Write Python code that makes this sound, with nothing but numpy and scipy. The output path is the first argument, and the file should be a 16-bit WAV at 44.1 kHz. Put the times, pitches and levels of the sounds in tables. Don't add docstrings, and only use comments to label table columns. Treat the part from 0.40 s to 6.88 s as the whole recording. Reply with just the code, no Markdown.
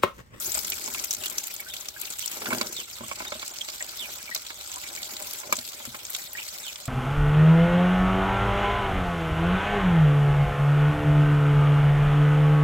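import sys
import numpy as np
from scipy import signal
from scipy.fft import rfft, irfft, next_fast_len
from scipy.io import wavfile
from scipy.ndimage import uniform_filter1d

SR = 44100
rng = np.random.default_rng(int(sys.argv[2]) if len(sys.argv) > 2 else 0)


def master_out(mix):
    frames = np.transpose(np.atleast_2d(mix))
    ceiling = np.clip(frames, -1, 1)
    pcm = np.round(ceiling * 32767).astype(np.int16)
    wavfile.write(sys.argv[1], SR, pcm)


def volts_from_decibels(level):
    exponent = np.asarray(level, float) / 20
    return 10 ** exponent


N = 285768

# f/Hz, relative density/dB per Hz
SPRAY_COLOUR = [(880, -16.5), (1500, -7.5), (1650, -18), (2170, -5.5), (2710, -9), (3330, -5.5),
                (6140, -5.5), (7600, -2.5), (8380, -5), (9410, -18.5), (12200, -8.5), (15300, -13)]
# f/Hz, relative level/dB, t60/s
PLASTIC_MODES = [(129.6, -22, 0.23), (228.7, -15, 0.18), (249, -9, 0.076), (348, -10.5, 0.096),
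                 (411, -13.5, 0.069), (619, -1, 0.076), (748, -16.5, 0.13), (861, -1.5, 0.054),
                 (1035, 1, 0.057), (1224, 2, 0.027), (1410, 7.5, 0.017), (2200, 3.5, 0.03),
                 (2500, 15, 0.0083), (3650, -13, 0.015), (4700, -25, .02), (5130, -6, 0.023),
                 (6800, -14, 0.017)]


def evened(x):
    return x / np.sqrt(np.mean(abs(x) ** 2) + 1e-20)


def read(points, hz):
    f, value = np.transpose(points)
    return np.interp(np.log(hz + 1), np.log(f + 1), value)


def sides(pan_db):
    return volts_from_decibels(np.array([pan_db, -pan_db]) / 2)


def add(mix, s, sound):
    part = mix[:, max(round(s * SR), 0):][:, :sound.shape[1]]
    part += sound[:, :part.shape[1]]


def pair(shape, hz):
    # f/Hz, correlation [0..1]
    likeness = [(40, 1), (130, 0.84), (300, 0.99), (1000, 1), (2500, 0.076), (5000, 0.05), (15000, 0.13)]
    a, b, c, d = rng.standard_normal((4, *shape))
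    same = np.clip(read(likeness, hz), 0, 1)
    left, other = a + 1j * b, c + 1j * d
    return np.array([left, same * left + np.sqrt(1 - same ** 2) * other])


def hiss(size, colour, level_db, patchy_db, flicker_db):
    hop, hz = size // 4, np.fft.rfftfreq(size, 1 / SR)
    t = np.arange(N // hop + 5) * hop / SR
    field = rng.standard_normal((len(t), len(hz) + 1))
    patches = uniform_filter1d(field[:, 1:], size=12, axis=0)
    patches = evened(uniform_filter1d(patches, size=6, axis=1))
    flicker = evened(uniform_filter1d(field[:, :1], size=7, axis=0))
    gain = colour(t[:, None], hz)
    gain = gain / np.linalg.norm(gain, axis=-1, keepdims=True)
    spectra = pair(patches.shape, hz) * gain * volts_from_decibels(patchy_db * patches + flicker_db * flicker)
    x = signal.istft(spectra.transpose(0, 2, 1), nperseg=size, noverlap=size - hop)[1][:, :N]
    return evened(x) * volts_from_decibels(level_db)


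def drumming(x, low_hz, high_hz):
    chosen = [mode for mode in PLASTIC_MODES if low_hz < mode[0] < high_hz]
    hz, db, t60 = np.transpose(chosen)[:, :, None]
    t = np.arange(6000) / SR
    modes = (volts_from_decibels(db - 60 * t / (0.49 * t60)) * np.sin(2 * np.pi * hz * t)).sum(0)
    return evened(signal.fftconvolve(x, modes[None], axes=1)[:, :N])


def bucket(x):
    t = np.arange(1500) / SR
    sparse = rng.random((2, 1500)) < 0.06
    taps = rng.standard_normal((2, 1500)) * sparse * volts_from_decibels(-60 * t / 0.052) * (t > 0.0008)
    taps /= np.linalg.norm(taps, axis=1, keepdims=True)
    taps = signal.lfilter(*signal.butter(1, 900, "high", fs=SR), taps)
    return signal.fftconvolve(x, taps, axes=1)[:, :N]


def stream():
    # t/s, force of the spray/dB, run-off over the toys/dB
    flow = [(0.0, -35.5, -49.5), (0.31, -40.5, -48.5), (0.56, -38, -46.5), (0.72, -42.5, -51.5),
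            (0.8, -43, -50), (0.87, -42, -46.5), (1.05, -42.5, -55.5), (1.24, -47.5, -54.5),
            (1.4, -45.5, -54), (1.54, -51.5, -55.5), (1.66, -42.5, -51.5), (1.801, -43, -61.5),
            (1.99, -42.5, -47), (2.13, -39, -37), (2.26, -44.5, -41.5), (2.36, -40, -56),
            (2.45, -45.5, -67), (2.78, -43, -51.5), (2.95, -46.5, -49.5), (3.28, -42, -56.5),
            (3.47, -46, -52), (3.61, -42, -51), (4.1, -46, -57), (4.33, -44, -51), (4.66, -42, -50),
            (4.96, -40.5, -50), (5.09, -45.5, -45.5), (5.23, -43, -57.5), (5.55, -48, -53),
            (5.76, -40, -56), (5.88, -47, -51.5), (6.06, -41.5, -54.5), (6.48, -47, -53)]
    # t/s, fine mist against the spray/dB, left-right of the water/dB
    landing = [(0.0, 4.5, 0), (0.31, -0.5, -1), (2.0, 1, -1.5), (2.4, -2, -3), (3.2, -5.5, -4),
               (3.6, -1, -3), (4.0, -4, -3), (4.9, -2, -2.5), (5.8, 0.5, -2.5), (6.1, -1.5, -2.5),
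               (6.48, -3.5, -3.5)]
    now = np.arange(N) / SR
    s, force_db, flow_db = np.transpose(flow)
    moves, fine_db, balance_db = np.transpose(landing)
    spray_db, runoff_db = np.interp(now, s, force_db), np.interp(now, s, flow_db)
    mist_db = spray_db + np.interp(now, moves, fine_db)
    slosh_db = -46 + 0.54 * (spray_db + 43.5)
    return spray_db, runoff_db, mist_db, slosh_db, np.interp(now, moves, balance_db)


def shaped(colour_db, hz, slosh_db, spray_db, mist_db):
    gain, band = volts_from_decibels(colour_db), np.digitize(hz, [4500, 9200])
    return sum(volts_from_decibels(db) * gain * (band == k) / np.linalg.norm(gain[band == k])
               for k, db in enumerate((slosh_db, spray_db, mist_db)))


def spray(spray_db, mist_db, slosh_db):
    now, layers = np.arange(N) / SR, (slosh_db, spray_db, mist_db)

    def colour(t, hz):
        return shaped(read(SPRAY_COLOUR, hz), hz, *(np.interp(t, now, db) for db in layers))

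    total_db = 10 * np.log10(sum(volts_from_decibels(db) ** 2 for db in layers))
    return hiss(size=256, colour=colour, level_db=total_db, patchy_db=4.0, flicker_db=2.0)


def runoff(runoff_db):
    # f/Hz, relative density/dB per Hz
    runoff_colour = [(200, -24.5), (400, -8.5), (700, -0.5), (1200, -11.5), (1700, 5), (2300, -6),
                     (4000, -46)]
    flow = hiss(size=512, colour=lambda t, hz: volts_from_decibels(read(runoff_colour, hz)), level_db=0,
                patchy_db=2.6, flicker_db=2.4)
    filling_db = -1.14 * np.arange(N) / SR
    wall_db = -55 + 1.43 * (runoff_db + 51.5) + filling_db
    on_toys = evened(flow + volts_from_decibels(2.0) * drumming(flow, 500, 1600))
    return volts_from_decibels(runoff_db) * on_toys + volts_from_decibels(wall_db) * drumming(flow, 100, 450)


def splat(db, peak_hz, mist_db, fade_ms):
    t, hz = np.arange(1024) / SR, np.fft.rfftfreq(1024, 1 / SR)
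    octaves = np.log2((hz + 1) / peak_hz)
    hump_db = 9.1 * np.exp(-(octaves / 0.27) ** 2)
    thin_db = 1.44 * np.minimum(octaves, 0)
    gain, high = volts_from_decibels(read(SPRAY_COLOUR, hz) + hump_db + thin_db), hz > 9200
    gain[high] *= volts_from_decibels(mist_db) * np.linalg.norm(gain[~high]) / np.linalg.norm(gain[high])
    shape = (1 - np.exp(-(t / 0.0015) ** 2)) * np.exp(-1000 * t / max(fade_ms, 0.5))
    pan = sides(3 * rng.standard_normal())[:, None]
    return volts_from_decibels(db) * pan * evened(irfft(pair(hz.shape, hz) * gain)) * 0.38 * shape / shape.max()


def splats(spray_db, mist_db):
    # t/s, nominal peak/dB, loudest f/Hz, mist against the body/dB
    lumps = [(0.119, -16, 7700, -18), (0.1266, -22, 7600, -14), (0.1446, -16, 7600, -17),
             (.1498, -11.5, 7450, -5), (.174, -21, 7630, -12), (.1795, -17, 7820, -14),
             (.1904, -17, 5230, 4), (0.248, -16.5, 6160, -19), (.271, -21, 8610, 5), (.301, -10.5, 7500, 9),
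             (0.3207, -15.5, 2960, -23), (0.46, -19, 6660, -13), (0.441, -23, 6800, -16),
             (.477, -22, 6490, -22), (.546, -21, 2760, -16), (.597, -17.5, 5500, -30),
             (0.6397, -17, 6450, -12), (.645, -14.5, 7640, 7), (.655, -23, 6540, -15),
             (0.7088, -11, 6000, -5), (.717, -18, 5810, -8), (0.7293, -15.5, 7300, 1),
             (.7364, -14, 6500, 0), (0.748, -16.5, 6500, -17), (.837, -18, 2900, -5), (0.859, -13, 3200, 0),
             (0.8666, -21.5, 3340, -15), (.881, -20, 7500, -14), (0.8994, -18.5, 7460, -2),
             (0.907, -23, 8300, -1), (.9829, -9.5, 6100, -3.5), (1.039, -19.5, 6990, -2),
             (1.0704, -17.5, 7360, 5), (1.14, -18, 7480, 15), (1.164, -23, 6800, -10),
             (1.2028, -18, 2480, 9), (1.3378, -19, 2680, 1), (1.366, -21.5, 3430, -7),
             (1.4022, -25, 7550, 11), (1.4094, -23, 6540, -11), (1.4576, -24.5, 3540, -5),
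             (1.486, -18, 5740, -9), (1.5998, -24, 7470, 12), (1.6144, -16, 7240, 6),
             (1.654, -23, 3900, -24), (1.7036, -19.5, 8000, -5), (1.71, -24, 7600, -10),
             (1.723, -24, 7400, -8), (1.787, -21.5, 7880, -6), (1.7936, -16.5, 7270, -1),
             (1.804, -23, 3430, -10), (1.8262, -24, 3000, -6), (1.8595, -14, 7850, -5),
             (1.8775, -16.5, 5700, -13), (1.916, -19.5, 7310, -4), (2.148, -18.5, 2600, 0),
             (2.184, -17.5, 4900, -7), (2.2127, -10.5, 4440, -14), (2.2693, -19, 5600, -9),
             (2.3277, -22, 6170, -19), (2.3661, -20, 4300, -10), (2.4016, -19.5, 7200, -26),
             (2.6826, -22, 8100, -1), (2.996, -23.5, 3720, -14), (3.079, -18.5, 7730, -4),
             (3.063, -23.5, 5360, -3), (3.2108, -26, 3340, -17), (3.2871, -21.5, 4260, -24),
             (3.425, -18, 7860, -24), (3.4926, -23.5, 4300, -20), (3.949, -11, 5300, 0),
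             (3.962, -16.5, 4080, -22), (4.066, -25.5, 3660, -16), (4.2747, -24, 7940, -26),
             (4.3168, -21, 6750, -15), (4.341, -21.5, 7950, -5), (4.3595, -21, 8000, -21),
             (4.5514, -21, 7240, -8), (4.6308, -19, 4100, -25), (4.767, -22, 3970, -13),
             (4.9342, -17.5, 7690, 6), (5.126, -9, 7200, -3), (5.156, -20, 6400, -20),
             (5.1677, -16.5, 7250, -22), (5.1885, -18.5, 4200, -6), (5.251, -25.5, 5360, -15),
             (5.332, -27, 3750, -15), (5.453, -22, 7300, -4), (5.652, -20, 6300, -20),
             (5.703, -17.5, 7300, 11), (5.7491, -14, 3540, -14), (5.931, -20, 2310, 28),
             (6.3575, -23, 3250, -23), (6.4558, -22, 7950, -7)]
    out = np.zeros((2, N))
    for at, u, v, w, big in rng.random((760, 5)) * [N / SR, 1, 1, 1, 1]:
        i = int(at * SR)
        db = spray_db[i] + 9.5 - 3.5 * np.log(big + 0.028)
        mist = mist_db[i] - spray_db[i] - 4.5 + 11 * w
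        add(out, at, splat(db, 2300 * 3.6 ** u, mist, 1.4 + 3 * v ** 2))
    for at, db, hz, mist in lumps:
        fade_ms = 3.54 + np.log2(7000 / hz)
        add(out, at - 0.0018, splat(db, hz, mist, fade_ms))
    return out


def bubble(db, hz, t60, rise):
    t = np.arange(2048) / SR
    t60 = max(t60, 0.005)
    shake = 0.6 * evened(uniform_filter1d(rng.standard_normal(len(t)), size=110))
    tone = np.sin(2 * np.pi * hz * t * (1 + rise * t / t60) + shake)
    return volts_from_decibels(db - 60 * t / t60) * (1 - np.exp(-t / 0.00042)) * tone * np.ones((2, 1))


def slide(length_s, from_hz, to_hz, db):
    t = np.arange(0, length_s, 1 / SR)
    sweep_hz = from_hz * (to_hz / from_hz) ** (t / length_s)
    turn = np.exp(2j * np.pi * np.cumsum(sweep_hz) / SR)
    a, b = rng.standard_normal((2, SR // 5))[:, :len(t)]
    r = np.exp(-np.pi * 340 / SR)
    x = (turn * signal.lfilter([1], [1, -2 * r, r * r], a + 1j * b)).real
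    x *= volts_from_decibels(2.5 * evened(uniform_filter1d(b, size=80)))
    return volts_from_decibels(db) * evened(x) * signal.windows.tukey(len(t), 0.5) * np.ones((2, 1))


def trapped_air(slosh_db):
    # t/s, level/dB, f/Hz, t60/s
    clear_bubbles = [(0.3284, -25, 2500, 0.029), (.575, -27.5, 2150, .03), (.837, -33.5, 2816, 0.099),
                     (1.1972, -30, 2210, 0.037), (1.2632, -38.5, 1520, 0.099), (1.2974, -34, 3210, .028),
                     (1.563, -30.5, 1590, .023), (1.6322, -28, 2550, 0.019), (1.6737, -25, 2700, 0.01),
                     (1.8366, -23, 2930, 0.011), (2.0674, -21.5, 1430, 0.029), (2.8686, -33.5, 3680, 0.067),
                     (2.9394, -31, 3730, 0.018), (3.21, -20.5, 3250, 0.017), (3.4064, -22, 2040, 0.018),
                     (3.8766, -31.5, 2230, 0.026), (3.9131, -29.5, 1964, 0.12), (4.3658, -34.5, 994, 0.067),
                     (4.4657, -32.5, 2190, 0.031), (4.5744, -30, 2200, .035), (4.6, -36.5, 2130, 0.054),
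                     (5.9509, -26, 1860, 0.021), (5.9842, -19, 2620, 0.0084), (6.019, -30, 2560, .035),
                     (6.086, -30, 4380, .021)]
    # t/s, length/s, from f/Hz, to f/Hz, level/dB
    whistles = [(1.275, 0.11, 4280, 2770, -49.5), (2.332, 0.099, 4700, 2500, -43.5),
                (3.577, 0.094, 4160, 2200, -40.5), (5.965, .04, 1787, 3120, -39),
                (6.218, 0.1, 4240, 2255, -44)]
    pips = np.zeros((2, N))
    for at, u, v, big in rng.random((400, 4)) * [N / SR, 1, 1, 1]:
        hz = 800 * 8.13 ** u
        db = slosh_db[int(at * SR)] - 6.0 - 2.4 * np.log(big + 0.03)
        add(pips, at, bubble(db, hz, 60 / hz, 0.214 * (v - 0.3)))
    for at, *row in clear_bubbles:
        add(pips, at, bubble(*row, rise=0.039))
    for at, *row in whistles:
        add(pips, at, slide(*row))
    return pips + volts_from_decibels(2) * bucket(pips)


def water():
    spray_db, runoff_db, mist_db, slosh_db, pan_db = stream()
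    bed = spray(spray_db, mist_db, slosh_db) + runoff(runoff_db)
    return (bed + splats(spray_db, mist_db) + trapped_air(slosh_db)) * sides(pan_db)


def ring(near_hz, hardness_db, free):
    hz, db, t60 = np.transpose(PLASTIC_MODES)[:, :, None]
    spot_db, detune, phase = rng.standard_normal((3, len(PLASTIC_MODES), 1))
    t = np.arange(6000) / SR
    near_db = 9 * np.exp(-(np.log(hz / near_hz) / 0.11) ** 2)
    start_db = db + near_db + hardness_db * np.log2(hz / 800) + 0.88 * spot_db
    level_db = start_db - 60 * t / (t60 * max(free, 0.2))
    x = (volts_from_decibels(level_db) * np.sin(2 * np.pi * hz * (1 + 0.032 * detune) * t + 0.58 * phase)).sum(0)
    band = signal.butter(1, [600, 3000], "band", fs=SR)
    grit = signal.lfilter(*band, rng.standard_normal(len(t)))
    grit *= np.exp(-t / 0.0063)
    x = x / abs(x).max() + volts_from_decibels(-19 + hardness_db) * grit / abs(grit).max()
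    x *= 1 - np.exp(-t / 0.0017)
    return x / abs(x).max()


def knocks():
    # t/s, peak/dB, favoured f/Hz, hardness/dB per octave
    blows = [(.151, -26.5, 605, 1.5), (0.172, -26.5, 790, -0.5), (.477, -30, 930, -1.5),
             (.546, -22.5, 1100, 9), (.915, -32.5, 357, 2.5), (1.966, -31, 415, 1), (2.017, -22, 347, 6.5),
             (2.057, -20.5, 1410, 7), (2.084, -30, 250, -8), (2.105, -19.5, 925, 1.5),
             (2.116, -19, 1115, -1.5), (2.128, -16, 1420, -2.2), (2.146, -29, 347, -4),
             (2.212, -15, 231, 2.5), (2.607, -27, 194, -5), (2.633, -31.5, 1060, -6), (2.713, -20, 976, 3),
             (2.772, -40, 795, -1), (2.802, -25.5, 930, 0), (2.819, -30, 250, 0.5), (2.85, -28, 1500, 8),
             (2.921, -18, 598, 2), (2.953, -32, 603, -4), (3.026, -26, 955, 5.5), (3.284, -29.5, 647, 4.5),
             (3.533, -35, 1230, 4.5), (3.956, -27.5, 655, 4), (3.891, -33, 1250, 0), (4.103, -26, 820, 8.5),
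             (5.034, -29, 1070, 3), (5.093, -31.5, 590, -4), (5.125, -8.5, 1250, 2.5),
             (5.181, -33.5, 595, -6.5), (5.4, -32.5, 865, 1.3), (5.452, -28, 1470, 11),
             (5.475, -36.5, 262, -14), (5.545, -26, 1190, 3.5)]
    out = np.zeros((2, N))
    for at, db, *blow in blows:
        free = 0.83 - 0.012 * (db + 32)
        add(out, at, volts_from_decibels(db) * ring(*blow, free)[None])
    return out


def scrape():
    # t/s, level/dB
    drag = [(1.93, -59), (2.054, -47), (2.228, -40.5), (2.31, -51), (2.41, -48.5), (2.5, -75)]
    s, drag_db = np.transpose(drag)
    slips = (rng.random(N) < 300 / SR) * rng.laplace(size=N)
    level_db = np.interp(np.arange(N) / SR, s, drag_db, left=-120, right=-120)
    return drumming(np.gradient(slips)[None], 100, 450) * volts_from_decibels(level_db)


def toys():
    dry_toys = (knocks() + scrape()) * sides(-3.5)[:, None]
    return dry_toys + volts_from_decibels(-3) * bucket(dry_toys)


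def outdoor_air():
    # f/Hz, relative density/dB per Hz
    air_colour = [(15, -42), (25, -5), (39, -4.5), (59, -4.5), (113, -11.5), (160, -18.5), (210, -52),
                  (350, -120)]
    gust_db = 6 * np.exp(-np.arange(N) / SR / 0.67)
    return hiss(size=2048, colour=lambda t, hz: volts_from_decibels(read(air_colour, hz)), level_db=-61.5 + gust_db,
                patchy_db=2.0, flicker_db=-2.0)


def scene():
    return water() + toys() + outdoor_air()


def band_limit(x):
    return signal.sosfilt(signal.butter(12, 17020, fs=SR, output="sos"), x)


def record(dry):
    # f/Hz, left-right/dB
    port_tilt = [(60, 3), (110, -0.5), (200, 7), (380, 5), (700, -2), (1290, 2), (2380, 0.5), (4400, 2.5),
                 (8120, 4.5), (15000, 5)]
    # f/Hz, lag/rad
    left_lag = [(0, 0.73), (300, 0.27), (690, 1.41), (1380, 1.47), (2400, 2.2), (4000, 6.66), (17000, 21.5)]
    size = next_fast_len(N + 256)
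    hz = np.fft.rfftfreq(size, 1 / SR)
    lag = np.interp(hz, *np.transpose(left_lag))
    ports = sides(read(port_tilt, hz)) * np.array([np.exp(-1j * lag), 0 * hz + 1])
    bass_cut = (hz / 50) ** 4 / np.sqrt(1 + (hz / 50) ** 8)
    top_cut = 1 / (1 + np.exp(np.minimum((hz - 15950) / 40, 50)))
    mix = irfft(rfft(dry, size) * ports * bass_cut * top_cut, size)[:, :N]
    return band_limit(mix)


dry = scene()
out = record(dry)
master_out(out)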